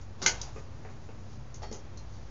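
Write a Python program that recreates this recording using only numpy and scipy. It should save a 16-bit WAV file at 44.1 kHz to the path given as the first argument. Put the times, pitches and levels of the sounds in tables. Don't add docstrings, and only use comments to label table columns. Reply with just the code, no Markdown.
import sys
import numpy as np
from scipy import signal
from scipy.fft import rfft, irfft
from scipy.io import wavfile
from scipy.ndimage import uniform_filter1d

SR = 44100
rng = np.random.default_rng(int(sys.argv[2]) if len(sys.argv) > 2 else 0)


def gain_from_decibels(decibels):
    exponent = np.asarray(decibels, float) / 20
    return 10 ** exponent


def store_pcm(level_fs):
    pcm = np.round(np.clip(level_fs, -1, 1) * 32767).astype(np.int16)
    wavfile.write(sys.argv[1], SR, np.atleast_2d(pcm).T)


N = 101429

# frequency [Hz], level [dB], t60 [s].
SOCKET_MODES = [(1478, 0, .11), (1520, -3, .1), (2068, -1, .09), (2125, -1, .09), (2342, -8, .07),
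                (2918, -10, .1), (3780, -9, .04), (4490, -7, .05), (4690, -9, .16), (5250, -6, .05),
                (6150, 0, .035), (5660, -7, .04), (6710, -1, .035), (910, -9, .08)]
# frequency [Hz], level [dB], t60 [s].
PAWL_MODES = [(5900, 0, .05), (6490, -3, .04), (5340, -5, .05), (4840, -10, .08), (3850, -4, .03),
              (3300, -10, .03)]
# frequency [Hz], level [dB], t60 [s].
NUT_MODES = [(4050, -1, .12), (4200, 0, .14), (4370, -2, .12), (6300, 1, .07), (6000, -4, .06),
             (3000, -12, .05)]
# frequency [Hz], level [dB], t60 [s].
PIN_MODES = [(6370, 0, .06), (4300, -12, .1), (5400, -10, .1), (2100, -16, .08)]
# frequency [Hz], level [dB], t60 [s].
SHANK_MODES = [(5502, 0, .8), (3225, -8, 1.5)]
# frequency [Hz], level [dB], t60 [s].
SPANNER_MODES = [(4430, 0, 1.0), (3250, -12, .12), (6315, -12, .12), (6800, -6, .08), (2040, -11, .3)]
# frequency [Hz], level [dB], t60 [s].
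FRAME_MODES = [(635, 0, .12), (760, -1, .1), (840, -5, .1)]
# frequency [Hz], level [dB], t60 [s].
STAND_MODES = [(440, 0, .1), (225, -3, .14), (360, -4, .1), (520, -5, .08), (2080, -20, .06)]
# frequency [Hz], level [dB], t60 [s].
BENCH_MODES = [(440, 0, .12), (760, -5, .1), (225, -8, .12)]

# frequency [Hz], density [dB per Hz].
SNAP_COLOUR = [(200, -14), (450, 3.5), (1000, -34), (1700, 0.5), (3300, -1), (4600, -0.5), (6300, 8),
               (9000, 1.5)]
# frequency [Hz], density [dB per Hz].
SLIDE_COLOUR = [(200, -0.5), (600, -2.5), (1200, -3), (2200, -13.5), (3200, -8), (5700, 1), (9000, -12.5)]
# frequency [Hz], density [dB per Hz].
TICK_COLOUR = [(150, -23.5), (1500, -21), (2800, -7.5), (4000, -9), (6000, 4.5), (7200, 2.5), (8000, -26)]
# frequency [Hz], density [dB per Hz].
THUD_COLOUR = [(200, -14), (450, -8), (700, 0), (1000, -8), (2200, -16), (3500, -20), (8000, -34)]
# frequency [Hz], density [dB per Hz].
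JOLT_COLOUR = [(100, -19), (400, 7), (900, 1.5), (2300, -18), (3200, -17), (8000, -29)]
# frequency [Hz], density [dB per Hz].
FAR_COLOUR = [(150, -4), (440, 0), (900, -3), (1500, -9), (2500, -9), (3000, -22), (8000, -34)]

# start [s], contact noise [dB], ring [dB], contact t60 [s].
SNAPS = [
    (.2611, -12, -21.5, 0.045),
    (.278, -19.5, -58, 0.016),
    (.293, -27.5, -40, 0.038),
]
# start [s], contact noise [dB], ring [dB], contact t60 [s].
SLIDES = [
    (.2172, -32, -50, 0.047),
    (.2240, -32, -57, 0.07),
    (.2295, -39, -45.5, 0.037),
    (.239, -61, -82, 0.03),
]
# start [s], contact noise [dB], ring [dB], contact t60 [s].
TICKS = [
    (.012, -54, -84, .05),
    (.4142, -38, -32.5, 0.048),
    (1.713, -47.5, -74.5, 0.064),
    (1.725, -42, -57, 0.054),
    (1.745, -51.5, -66.5, 0.12),
]
# start [s], contact noise [dB], ring [dB], contact t60 [s].
TAPS = [
    (1.972, -51.5, -55, 0.087),
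]
# start [s], contact noise [dB], ring [dB], contact t60 [s].
PINGS = [
    (1.542, -49.5, -49.5, 0.09),
]
# start [s], contact noise [dB], ring [dB], contact t60 [s].
CHIMES = [
    (1.621, -58, -57, .05),
]
# start [s], contact noise [dB], ring [dB], contact t60 [s].
CLINKS = [
    (1.619, -51, -80, .1),
    (1.628, -56, -52.5, .1),
    (1.668, -56, -80, .04),
]
# start [s], contact noise [dB], ring [dB], contact t60 [s].
BUMPS = [
    (1.620, -47, -44, 0.046),
    (1.632, -39, -39.5, 0.048),
]
# start [s], contact noise [dB], ring [dB], contact t60 [s].
JOLTS = [
    (.255, -39, -38.5, 0.23),
    (1.714, -46, -37, 0.031),
    (1.726, -44.5, -51.5, 0.14),
]
# start [s], contact noise [dB], ring [dB], contact t60 [s].
KNOCKS = [
    (.561, -46, -42.5, .14),
    (.848, -46, -45, 0.077),
    (.885, -53.5, -57, 0.15),
    (1.089, -45.5, -49, 0.056),
]
# start [s], length [s], level [dB], centre [Hz].
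RUSTLES = [
    (0.508, 0.15, -58, 7300),
    (0.61, 0.72, -65, 7900),
    (1.25, 0.13, -60, 5900),
    (1.99, 0.35, -65, 5900),
    (0.17, 0.39, -46, 860),
]
# multiple of the shaft rate, level [dB rms].
HUM = [(2, -59), (3, -52), (4, -58), (5, -76.5), (7, -63), (13, -82.5)]
# frequency [Hz], density [dB per Hz].
AIR_COLOUR = [(25, -19), (55, -0.5), (130, -4), (170, -11.5), (1000, -21.5), (3000, -34), (6300, -35),
              (8000, -39.5)]


def unit(x):
    return x / np.sqrt(np.mean(x ** 2))


def coloured(points, size):
    hz, db = np.array(points, float).T
    f = np.maximum(np.fft.rfftfreq(size, 1 / SR), 1)
    low_cut = np.minimum(f / hz[0], 1) ** 3
    gain = gain_from_decibels(np.interp(np.log(f), np.log(hz), db)) * low_cut
    return unit(irfft(rfft(rng.standard_normal(size)) * gain, size))


def walk(rate_hz):
    steps = rng.standard_normal(200)
    hold = int(SR / rate_hz)
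    held = np.repeat(steps[:N // hold + 1], hold)
    return 1.03 * uniform_filter1d(uniform_filter1d(held, hold), hold)[:N]


def fade(t, t60_s):
    t = np.maximum(t, 0)
    return (1 - np.exp(-t / .0003)) * 1000. ** (-t / t60_s)


def strike(blows, modes, colour, rattle=.45):
    rattle_s = .006
    t, out = np.arange(N) / SR, np.zeros((2, N))
    hz, db, t60_s = np.array(modes, float).T[:, :, None]
    grit = coloured(colour, size=N)
    for start_s, noise_db, ring_db, contact_t60_s in blows:
        level_luck_db, phase = rng.standard_normal((2, len(modes), 1))
        jitter = rng.standard_normal((len(modes), SR // 2))
        shake = uniform_filter1d(jitter, int(rattle_s * SR)) * np.sqrt(rattle_s * SR)
        first = int(start_s * SR)
        span = slice(first, first + SR // 2)
        u = t[span] - start_s
        waver = 1 + rattle * np.clip(u / rattle_s, 0, 1) * shake[:, :len(u)]
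        ring = gain_from_decibels(db + level_luck_db) * fade(u, t60_s) * np.sin(2 * np.pi * hz * u + phase) * waver
        out[0, span] += gain_from_decibels(ring_db) * ring.sum(0)
        out[1, span] += gain_from_decibels(noise_db) * fade(u, contact_t60_s) * grit[span]
    return out


def tools():
    grip_s, grip_t60_s = 1.732, .14
    t = np.arange(N) / SR
    grip = 1000. ** (-np.maximum(t - grip_s, 0) / grip_t60_s)
    ratchet = strike(SNAPS, SOCKET_MODES, SNAP_COLOUR) + strike(SLIDES, SOCKET_MODES, SLIDE_COLOUR)
    ratchet += strike(TICKS, PAWL_MODES, TICK_COLOUR)
    small = strike(TAPS, NUT_MODES, TICK_COLOUR) + strike(PINGS, PIN_MODES, TICK_COLOUR)
    small += strike(CHIMES, SHANK_MODES, TICK_COLOUR, rattle=.15)
    spanner = grip * strike(CLINKS, SPANNER_MODES, SLIDE_COLOUR, rattle=.06)
    heavy = strike(BUMPS, FRAME_MODES, THUD_COLOUR) + strike(JOLTS, STAND_MODES, JOLT_COLOUR)
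    far = strike(KNOCKS, BENCH_MODES, FAR_COLOUR)
    return ratchet + small + spanner + heavy + far


def garage(ring, contact):
    low_t60_s, high_t60_s, gap_s = 0.27, 0.18, 0.0067
    wet_db, ring_send_db = -1.5, -8
    t = np.arange(SR // 2) / SR - gap_s
    noise = rng.standard_normal(len(t))
    low = signal.lfilter(*signal.butter(2, 2500, fs=SR), noise)
    tail = low * fade(t, low_t60_s) + (noise - low) * fade(t, high_t60_s)
    tail = tail / np.sqrt(np.sum(tail ** 2))
    wet = signal.fftconvolve(contact + gain_from_decibels(ring_send_db) * ring, tail)[:N]
    return ring + contact + gain_from_decibels(wet_db) * wet


def rustle():
    t, out = np.arange(N) / SR, 0
    for start_s, length_s, db, hz in RUSTLES:
        band = coloured([(hz / 3, -25), (hz / 2, -9), (hz, 0), (hz * 2, -14)], size=N)
        swell = np.sin(np.pi * np.clip((t - start_s) / length_s, 0, 1))
        out = out + gain_from_decibels(db + 2 * walk(44.1)) * swell * band
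    return out


def motor():
    shaft_hz, drone_hz, drone_db = 31.87, 54.6, -55
    turn = 2 * np.pi * np.cumsum(shaft_hz * (1 + 0.006 * walk(3.35))) / SR
    hum = sum(gain_from_decibels(db + 2.5 * walk(8)) * np.sin(k * turn + 6 * rng.random()) for k, db in HUM)
    drone_level = gain_from_decibels(drone_db + 6.3 * walk(11))
    drone_phase = 2 * np.pi * np.cumsum(drone_hz * (1 + 0.042 * walk(18))) / SR
    return np.sqrt(2) * (hum + drone_level * np.sin(drone_phase))


def air():
    level_db = -48.5 + 0.27 * walk(1.5) + 0.4 * walk(6.1)
    return gain_from_decibels(level_db) * coloured(AIR_COLOUR, size=N)


def scene():
    ring, contact = tools()
    return (garage(ring, contact) + rustle() + motor() + air())[None]


def low_pass(x):
    return signal.sosfilt(signal.butter(12, 8210, fs=SR, output="sos"), x)


def record(dry):
    top_hz, leak_db, offset = 6950, -45, -.007
    cut = signal.sosfilt(signal.cheby1(9, .5, top_hz, fs=SR, output="sos"), dry)
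    leak = signal.lfilter(*signal.butter(1, 8000, fs=SR), dry)
    return low_pass(cut + gain_from_decibels(leak_db) * leak + offset)


dry = scene()
out = record(dry)
store_pcm(out)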